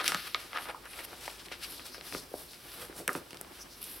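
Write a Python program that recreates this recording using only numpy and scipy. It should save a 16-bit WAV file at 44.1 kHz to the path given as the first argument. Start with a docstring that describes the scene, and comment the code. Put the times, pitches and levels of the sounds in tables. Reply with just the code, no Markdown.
"""Paper rasps and snaps as a glossy magazine is leafed through, turned round and opened on a table.
Sheets slide over each other with a grainy rasp and a fine hiss; they buckle in sharp snaps and land
in dull flaps. The whole stack rumples softly in the hands, and air under the lifted pages rings hollow.
The magazine is close by, starting on the left and ending near the middle of a small, quiet room."""
import sys
import numpy as np
from scipy import signal
from scipy.fft import rfft, irfft, next_fast_len
from scipy.io import wavfile
from scipy.ndimage import map_coordinates

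SR = 44100
rng = np.random.default_rng(int(sys.argv[2]) if len(sys.argv) > 2 else 0)


def log_audio(samples):
    """Write samples as a 16-bit WAV file to the path given in sys.argv[1]."""
    # one column per channel
    frames = np.atleast_2d(samples).T
    # limit to full scale, then quantise
    limited = np.clip(frames, -1, 1)
    pcm = np.round(limited * 32767).astype(np.int16)
    wavfile.write(sys.argv[1], SR, pcm)


N = 176400  # 4 seconds
FFT_SIZE = next_fast_len(N + SR // 2)  # spare room so that filters can ring out
FFT_HZ = np.fft.rfftfreq(FFT_SIZE, 1 / SR)


def amp(db):
    """Turn decibels into a number to multiply by."""
    return 10 ** (np.asarray(db) / 20)


def unit(x):
    """Scale a sound so that its average (rms) level is 1."""
    return x / np.sqrt(np.mean(x ** 2) + 1e-20)


def unit_energy(stereo):
    """Scale a stereo sound so that its left side has a total energy of 1."""
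    return stereo / np.linalg.norm(stereo[0])


def along(points, hz):
    """Read between (Hz, value) points, giving each octave equal space."""
    point_hz, values = np.transpose(points)
    return np.interp(np.log(hz + 1), np.log(point_hz + 1), values)


def curve(points):
    """Join (seconds, value) points with straight lines, one value for each sample."""
    return np.interp(np.arange(N) / SR, *np.transpose(points))


def wobble(per_s, size):
    """A smooth curve through per_s random values each second."""
    return map_coordinates(rng.standard_normal(2048), [np.arange(size) * per_s / SR], mode="wrap")


def coloured(x, gain):
    """Filter a sound: gain(hz) says how much of each frequency gets through."""
    size = x.shape[-1]
    padded = 2 * next_fast_len(size // 2 + 2048)
    cepstrum = irfft(np.log(np.maximum(gain(np.fft.rfftfreq(padded, 1 / SR)), 1e-6)))
    # Folding the second half onto the first makes the filter ring after a sound, never before it.
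    cepstrum[1:padded // 2] *= 2
    cepstrum[padded // 2 + 1:] = 0
    return irfft(rfft(x, padded) * np.exp(rfft(cepstrum)), padded)[..., :size]


def paper_band(centre_hz, octaves, skirt_db=-44):
    """The broad resonance of bent paper: a hump around one pitch, with a weak skirt either side."""
    def gain(hz):
        hump = np.exp(-(np.log2((hz + 1) / centre_hz) / (2 * octaves)) ** 2)
        skirt = amp(skirt_db) * hz / (hz + 300)
        return (hump + skirt) / np.sqrt(hz + 120)
    return gain


def spread(pair, side_db):
    """Make stereo from two unrelated sounds; a higher side_db sounds wider."""
    mid, side = pair[0], amp(side_db) * pair[1]
    return np.array([mid + side, mid - side])


def friction(size, catches_per_s=1500, catch_share=0.36):
    """Paper fibres catching: two streams of tiny clicks of random size over a smooth rub."""
    catches = (rng.random((2, size)) < catches_per_s / SR) * rng.choice([-1, 1], (2, size))
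    catch_db = 2 * np.minimum(rng.exponential(size=(2, size)), 4)
    rub = rng.standard_normal((2, size))
    return np.sqrt(catch_share) * unit(catches * amp(catch_db)) + np.sqrt(1 - catch_share) * rub


def sliding_sheets():
    """Each slide swells and fades, juddering; the sheet rasps and its coating hisses."""
    # Each row: peak time, rise time and fall time in seconds, then the rasp's level in dB,
    # centre in Hz and width in octaves, then the same three for the hiss.
    slides = [(.003, 0.014, 0.022, -35.5, 1600, 0.8, -52, 10500, 0.35),
              (.066, 0.026, 0.0094, -33, 3100, 0.59, -40, 10900, 0.22),
              (0.086, 0.019, 0.051, -38.5, 3070, 1.7, -43, 9300, 0.25),
              (.18, 0.05, 0.19, -45, 3250, 0.63, -50.5, 11800, 0.22),
              (0.273, 0.021, 0.012, -41, 2480, 1.1, -50, 11600, 0.27),
              (0.401, 0.024, .11, -48, 3240, 1.25, -59, 11200, 0.13),
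              (0.573, 0.033, 0.018, -37, 1520, 0.75, -71, 10900, .3),
              (.64, 0.088, 0.038, -49, 3050, 0.71, -50.5, 11100, 0.22),
              (.7, 0.02, 0.016, -37, 1210, 0.74, -53.5, 9800, 0.16),
              (0.759, 0.031, 0.02, -51, 1100, 0.23, -77, 11000, 0.46),
              (.865, 0.024, 0.012, -47.5, 1400, 0.46, -73, 11000, 0.3),
              (0.919, 0.044, .04, -52.5, 2520, 0.8, -53, 10300, .17),
              (.988, 0.038, 0.032, -44, 1840, 0.97, -47, 11000, 0.42),
              (1.049, 0.012, 0.0054, -43.5, 3300, 1, -41.5, 11700, 0.24),
              (1.13, 0.14, 0.066, -51, 1800, 1.75, -63, 11800, 0.14),
              (1.248, 0.065, 0.12, -46, 3000, 1.46, -49.5, 9300, 0.75),
              (1.4, 0.016, 0.023, -48.5, 3420, 0.68, -63, 9500, .4),
              (1.462, 0.016, 0.0047, -47, 3830, .7, -54, 9500, 0.26),
              (1.525, .012, .028, -41, 2450, 0.71, -54, 10000, 0.41),
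              (1.639, 0.022, 0.02, -38.5, 3450, 0.79, -47, 11200, 0.32),
              (1.718, 0.077, .05, -50.5, 3020, 1.5, -48, 11700, 0.15),
              (1.77, 0.14, 0.11, -53, 4160, 0.28, -53.5, 10500, 0.58),
              (1.859, 0.0097, 0.033, -46, 4280, 1.5, -47.5, 10500, 0.99),
              (1.943, 0.05, 0.042, -51.5, 5060, 0.2, -57, 11300, 0.15),
              (2.069, 0.031, 0.051, -47, 2760, 1.43, -51, 11700, 0.29),
              (2.17, 0.083, 0.053, -47, 5250, 0.35, -48, 10800, 0.31),
              (2.148, 0.027, 0.058, -45, 503, 2.7, -65, 11100, 0.35),
              (2.395, 0.065, 0.077, -55.5, 4960, 0.42, -48, 12700, 0.38),
              (2.52, 0.039, 0.052, -55.5, 4860, .4, -56, 11300, 0.46),
              (2.741, 0.12, 0.044, -50, 3200, 0.96, -51, 12000, 0.27),
              (2.826, 0.074, 0.051, -45, 1460, 1.65, -48, 11400, 0.33),
              (2.986, 0.029, 0.034, -45, 500, 1.5, -43, 11300, 0.67),
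              (3.103, 0.015, 0.022, -41.5, 504, 0.55, -46.5, 11000, 0.72),
              (3.139, .02, 0.038, -49, 2500, 1.6, -48.5, 11000, 0.41),
              (3.163, 0.0084, 0.028, -45, 453, 2.7, -47, 11000, 0.67),
              (3.57, 0.051, 0.058, -52, 2800, 1.07, -59, 11000, .3),
              (3.618, 0.02, 0.018, -47, 5900, 0.14, -52, 11000, .3),
              (3.714, 0.017, 0.047, -54, 5350, 0.29, -61, 11000, 0.26),
              (3.828, 0.021, 0.057, -51.5, 3700, 0.39, -63, 12300, 0.067),
              (3.904, 0.097, 0.12, -51.5, 3900, 0.93, -46, 12100, 0.21)]
    fade_db, judder_db = 9.5, 1.3  # the drop over one rise or fall time; the size of the unevenness
    out, size = np.zeros((2, N)), SR // 2
    t = (np.arange(size) - size // 2) / SR  # zero at the peak
    for peak_s, rise_s, fall_s, rasp_db, rasp_hz, rasp_octaves, hiss_db, hiss_hz, hiss_octaves in slides:
        swell_db = -fade_db * np.abs(t / np.where(t < 0, rise_s, fall_s)) ** 1.27
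        rasp = spread(unit(coloured(friction(size), paper_band(rasp_hz, rasp_octaves))), side_db=-11.5)
        hiss = unit(coloured(friction(size)[0], paper_band(hiss_hz, hiss_octaves)))
        loudness = amp(swell_db + judder_db * wobble(per_s=190, size=size))
        add(out, peak_s + t[0], loudness * (amp(rasp_db) * rasp + amp(hiss_db) * hiss))
    return out


def handling():
    """The whole stack of pages flexes in the hands with a soft, lumpy rumple."""
    # Each row: time in seconds, level of the rumple in dB.
    levels = [(0, -49.5), (.14, -51.5), (.2, -57), (.48, -59), (.58, -55.5), (.8, -58.5), (1.5, -58),
              (1.75, -56.5), (2.25, -57.5), (2.62, -61), (2.85, -56.5), (3.03, -61), (3.2, -56.5),
              (3.45, -56), (3.7, -57.5), (3.87, -58.5), (4, -51)]
    # Each row: frequency in Hz, relative strength of the rumple there in dB.
    tone = [(60, -7.5), (180, -2.5), (340, 3.5), (600, -2), (1200, 0.5), (3000, -15), (9000, -61.5)]
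    rumple = spread(unit(coloured(friction(N), lambda hz: amp(along(tone, hz)))), side_db=-2.5)
    lumps_db = 2.8 * wobble(per_s=55, size=N)
    return rumple * amp(curve(levels) + lumps_db)


def background(hiss_db=-54.5, hum_hz=49.5, hum_db=-66.5):
    """A faint, steady hiss and a low, wavering hum."""
    # Each row: frequency in Hz, relative strength of the hiss there in dB.
    tone = [(20, -24), (36, -28), (50, 1.5), (90, -4), (160, -7), (400, -17.5), (1000, -14.5),
            (3000, -16.5), (6000, -19), (11000, -21.5), (15500, -20.5)]
    hiss = unit(coloured(rng.standard_normal((2, N)), lambda hz: amp(along(tone, hz))))
    hum_phase = 2 * np.pi * hum_hz * np.arange(N) / SR + .5 * wobble(per_s=6.24, size=N)
    hum = unit(np.sin(hum_phase) * amp(0.83 * wobble(per_s=3.1, size=N)))
    return amp(hiss_db) * spread(hiss, side_db=-8) + amp(hum_db) * hum


def buckling_sheets(gain_db=14, crunch_db=1, shiver_pitch_ratio=0.83):
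    """A buckle gives way in one push with a crunch of tiny breaks, then the sheet shivers lower down."""
    # Each row: start in seconds, relative strength in dB, centre in Hz, width in octaves, and the
    # shiver in dB compared with its snap. A big buckle has two rows: a bright crack and a dull flap.
    snaps = [(.006, -28.5, 1520, 1.07, -4), (0.014, -29, 1670, 1.3, -3), (.043, -25, 3350, 1.3, -11),
             (0.06, -39, 2900, 0.78, -10), (0.0787, -13.5, 3700, 0.6, -6.5), (0.0788, -18, 9350, 0.57, -4),
             (0.1197, -21, 2040, 1.35, -5), (.1458, -18.5, 2370, 1.32, -7.5), (.145, -30, 204, 0.39, -7),
             (.3457, -16.5, 2460, 0.55, -10), (0.3471, -23, 840, 0.45, -10.5), (.531, -29, 1570, 0.71, -6),
             (0.5594, -24, 1270, 0.32, 0.5), (.5724, -22.5, 2100, 0.49, -22),
             (.584, -25.5, 1290, 0.46, -2.5), (0.655, -33.5, 1490, 0.64, 2),
             (0.687, -33.5, 1600, 0.94, -20), (0.7017, -29.5, 1100, 0.88, -17),
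             (.745, -26, 1060, 0.17, -11), (.855, -38, 2030, 2.3, -16), (.933, -35, 2330, 0.48, -1),
             (0.99, -34.5, 2170, 0.52, 3.5), (1.13, -34, 1100, 0.5, -3), (1.2781, -23.5, 990, 0.53, -10),
             (1.395, -43, 3500, 1.1, -7), (1.4842, -38, 2570, 0.37, -12), (1.5151, -32, 800, 1.16, -5),
             (1.7946, -35, 1930, 0.35, -4), (1.945, -35, 2030, 1.2, 2.5), (1.98, -36.5, 600, 1.7, -2),
             (2.0105, -34.5, 2200, 0.87, -11), (2.124, -28.5, 2030, 0.79, -10), (2.139, -34, 1500, 1.6, 0),
             (2.148, -26, 1240, 0.45, -23), (2.1471, -27.5, 320, 0.45, -20),
             (2.3147, -36.5, 410, 0.41, -14), (2.339, -23, 563, 0.62, -7.5), (2.533, -40.5, 3430, 1.05, 2),
             (2.822, -40, 2300, 2.3, -1), (2.8387, -46, 1560, 2.1, -17), (2.895, -33.5, 466, 0.43, -15),
             (2.9266, -38, 840, 0.82, -1.5), (3.0002, -34, 550, 0.51, 4), (3.0776, -17, 1950, 0.4, -23),
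             (3.0782, -19.5, 9500, 0.38, -26), (3.081, -27, 435, 0.6, 1.5),
             (3.0911, -16.5, 1550, 0.27, -11), (3.1308, -34, 9400, 0.42, 0),
             (3.1509, -22.5, 1220, 0.68, -4), (3.151, -25, 387, 0.53, 0.5), (3.307, -38, 4200, 1.0, -3),
             (3.3305, -33, 925, 1.8, -12), (3.345, -37, 2450, 2.1, -19), (3.371, -37, 3500, 1, -23),
             (3.4121, -28.5, 9700, 0.31, -30), (3.4115, -33.5, 590, 1.04, -16),
             (3.447, -39.5, 1200, 0.8, -19), (3.817, -34, 11700, 0.24, -16),
             (3.828, -28.5, 11600, 0.076, -21), (3.84, -34, 11500, 0.4, 2)]
    out, size = np.zeros((2, N)), SR // 6
    t = np.arange(size) / SR

    def burst(fade_s):
        """Noise that dies away by 60 dB in fade_s seconds."""
        return unit_energy(rng.standard_normal((2, size)) * amp(-60 * t / fade_s))

    for start_s, strength_db, hz, octaves, shiver_db in snaps:
        crunch = spread(burst(fade_s=0.0061), side_db=-14.5)
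        push = (t == 0) + amp(crunch_db) * crunch
        snap = unit_energy(across_sheet(coloured(push, paper_band(hz, octaves))))
        shaking = spread(burst(fade_s=0.18), side_db=-13)
        shiver = unit_energy(coloured(shaking, paper_band(hz * shiver_pitch_ratio, octaves)))
        add(out, start_s, amp(strength_db + gain_db) * (snap + amp(shiver_db) * shiver))
    return out


def across_sheet(snap, lag_at_1khz_s=0.001083):
    """Low notes cross a bending sheet more slowly, so a snap becomes a tiny downward chirp."""
    hz = np.fft.rfftfreq(snap.shape[-1], 1 / SR)
    phase_lag = lag_at_1khz_s * 4 * np.pi * np.sqrt(1000 * hz)
    return irfft(rfft(snap) * np.exp(-1j * phase_lag), snap.shape[-1])


def air_pocket(sheets):
    """The air between the lifted pages rings hollow, and less so as they open."""
    # Each row: pitch of one ringing note in Hz, its width in Hz, its gain in dB.
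    notes = [(234, 37, -13.5), (1250, 44, 10), (1400, 100, 3), (1530, 33, -2), (1686, 36, 3),
             (2750, 40, -9)]
    # Each row: time in seconds, how strongly the paper stirs the air in dB.
    drive = [(0, 0.5), (.15, 7), (.3, -2), (.6, -5.5), (.9, -11), (1.5, -10)]
    ring = sum(amp(db) * 1j * FFT_HZ * width / (hz ** 2 - FFT_HZ ** 2 + 1j * FFT_HZ * width)
               for hz, width, db in notes)
    return irfft(rfft(sheets * amp(curve(drive)), FFT_SIZE) * ring, FFT_SIZE)[:, :N]


def left_to_middle(sheets):
    """The nearer side is louder, most around 4500 Hz, where a camera body shades the far microphone."""
    # Each row: time in seconds, how much louder the left is in dB at the most shaded frequency.
    left_lead = [(0, 3), (2.2, 3.8), (2.9, .3), (4, 1.3)]
    # Each row: frequency in Hz, share of that lean which applies there (0 to 1).
    shade = [(300, .1), (1000, 0.38), (2000, 0.36), (4500, 1), (8000, 0.7), (13000, .2)]
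    lean = sheets * (amp(np.outer([.5, -.5], curve(left_lead))) - 1)
    return sheets + irfft(rfft(lean, FFT_SIZE) * along(shade, FFT_HZ), FFT_SIZE)[:, :N]


def room_echo(paper):
    """The short echo of a small furnished room; the high notes die first."""
    # Each row: frequency in Hz, seconds the echo takes to fade by 60 dB.
    fade_times = [(150, 0.35), (1500, 0.22), (5000, 0.18), (14000, 0.053)]
    hz, t, noise = signal.stft(rng.standard_normal((2, SR // 2)), SR, nperseg=256)
    fading = noise * amp(-60 * t / along(fade_times, hz)[:, None])
    tail = spread(signal.istft(fading, SR, nperseg=256)[1], side_db=-7.5)
    delayed_tail = np.pad(unit_energy(tail), ((0, 0), (SR // 300, 0)))
    return signal.fftconvolve(paper, delayed_tail, axes=1)[:, :N]


def add(track, start_s, sound):
    """Mix a stereo sound into the track, dropping whatever falls outside it."""
    start = round(start_s * SR)
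    first, end = max(start, 0), min(start + sound.shape[-1], N)
    track[:, first:end] += sound[:, first - start:end - start]


def scene(echo_db=-14.5):
    """All the paper sounds, their echo and the quiet background."""
    sheets = sliding_sheets() + buckling_sheets()
    paper = left_to_middle(sheets) + air_pocket(sheets) + handling()
    return paper + amp(echo_db) * room_echo(paper) + background()


def record(dry, mono_below_hz=460, top_hz=15850):
    """Two microphones close together: alike in the bass, uneven in the treble, deaf above top_hz."""
    # Each row: frequency in Hz, how much the microphones lift or cut it in dB.
    response = [(100, -3), (340, 1), (520, 0.5), (780, -2), (1200, -4), (3000, 0.5), (5200, 2), (6000, 0),
                (6600, -7), (7200, -3.5), (8000, -1), (9500, 0.5), (11000, 1.5), (12500, .5), (14000, -4.5),
                (15500, -3.5)]
    spectrum = rfft(coloured(dry, lambda hz: amp(along(response, hz))), FFT_SIZE)
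    mid = spectrum.mean(axis=0)
    side = (spectrum - mid) * FFT_HZ / np.hypot(FFT_HZ, mono_below_hz)
    return irfft((mid + side) * (FFT_HZ < top_hz), FFT_SIZE)[:, :N]


dry = scene()
out = record(dry)
log_audio(out)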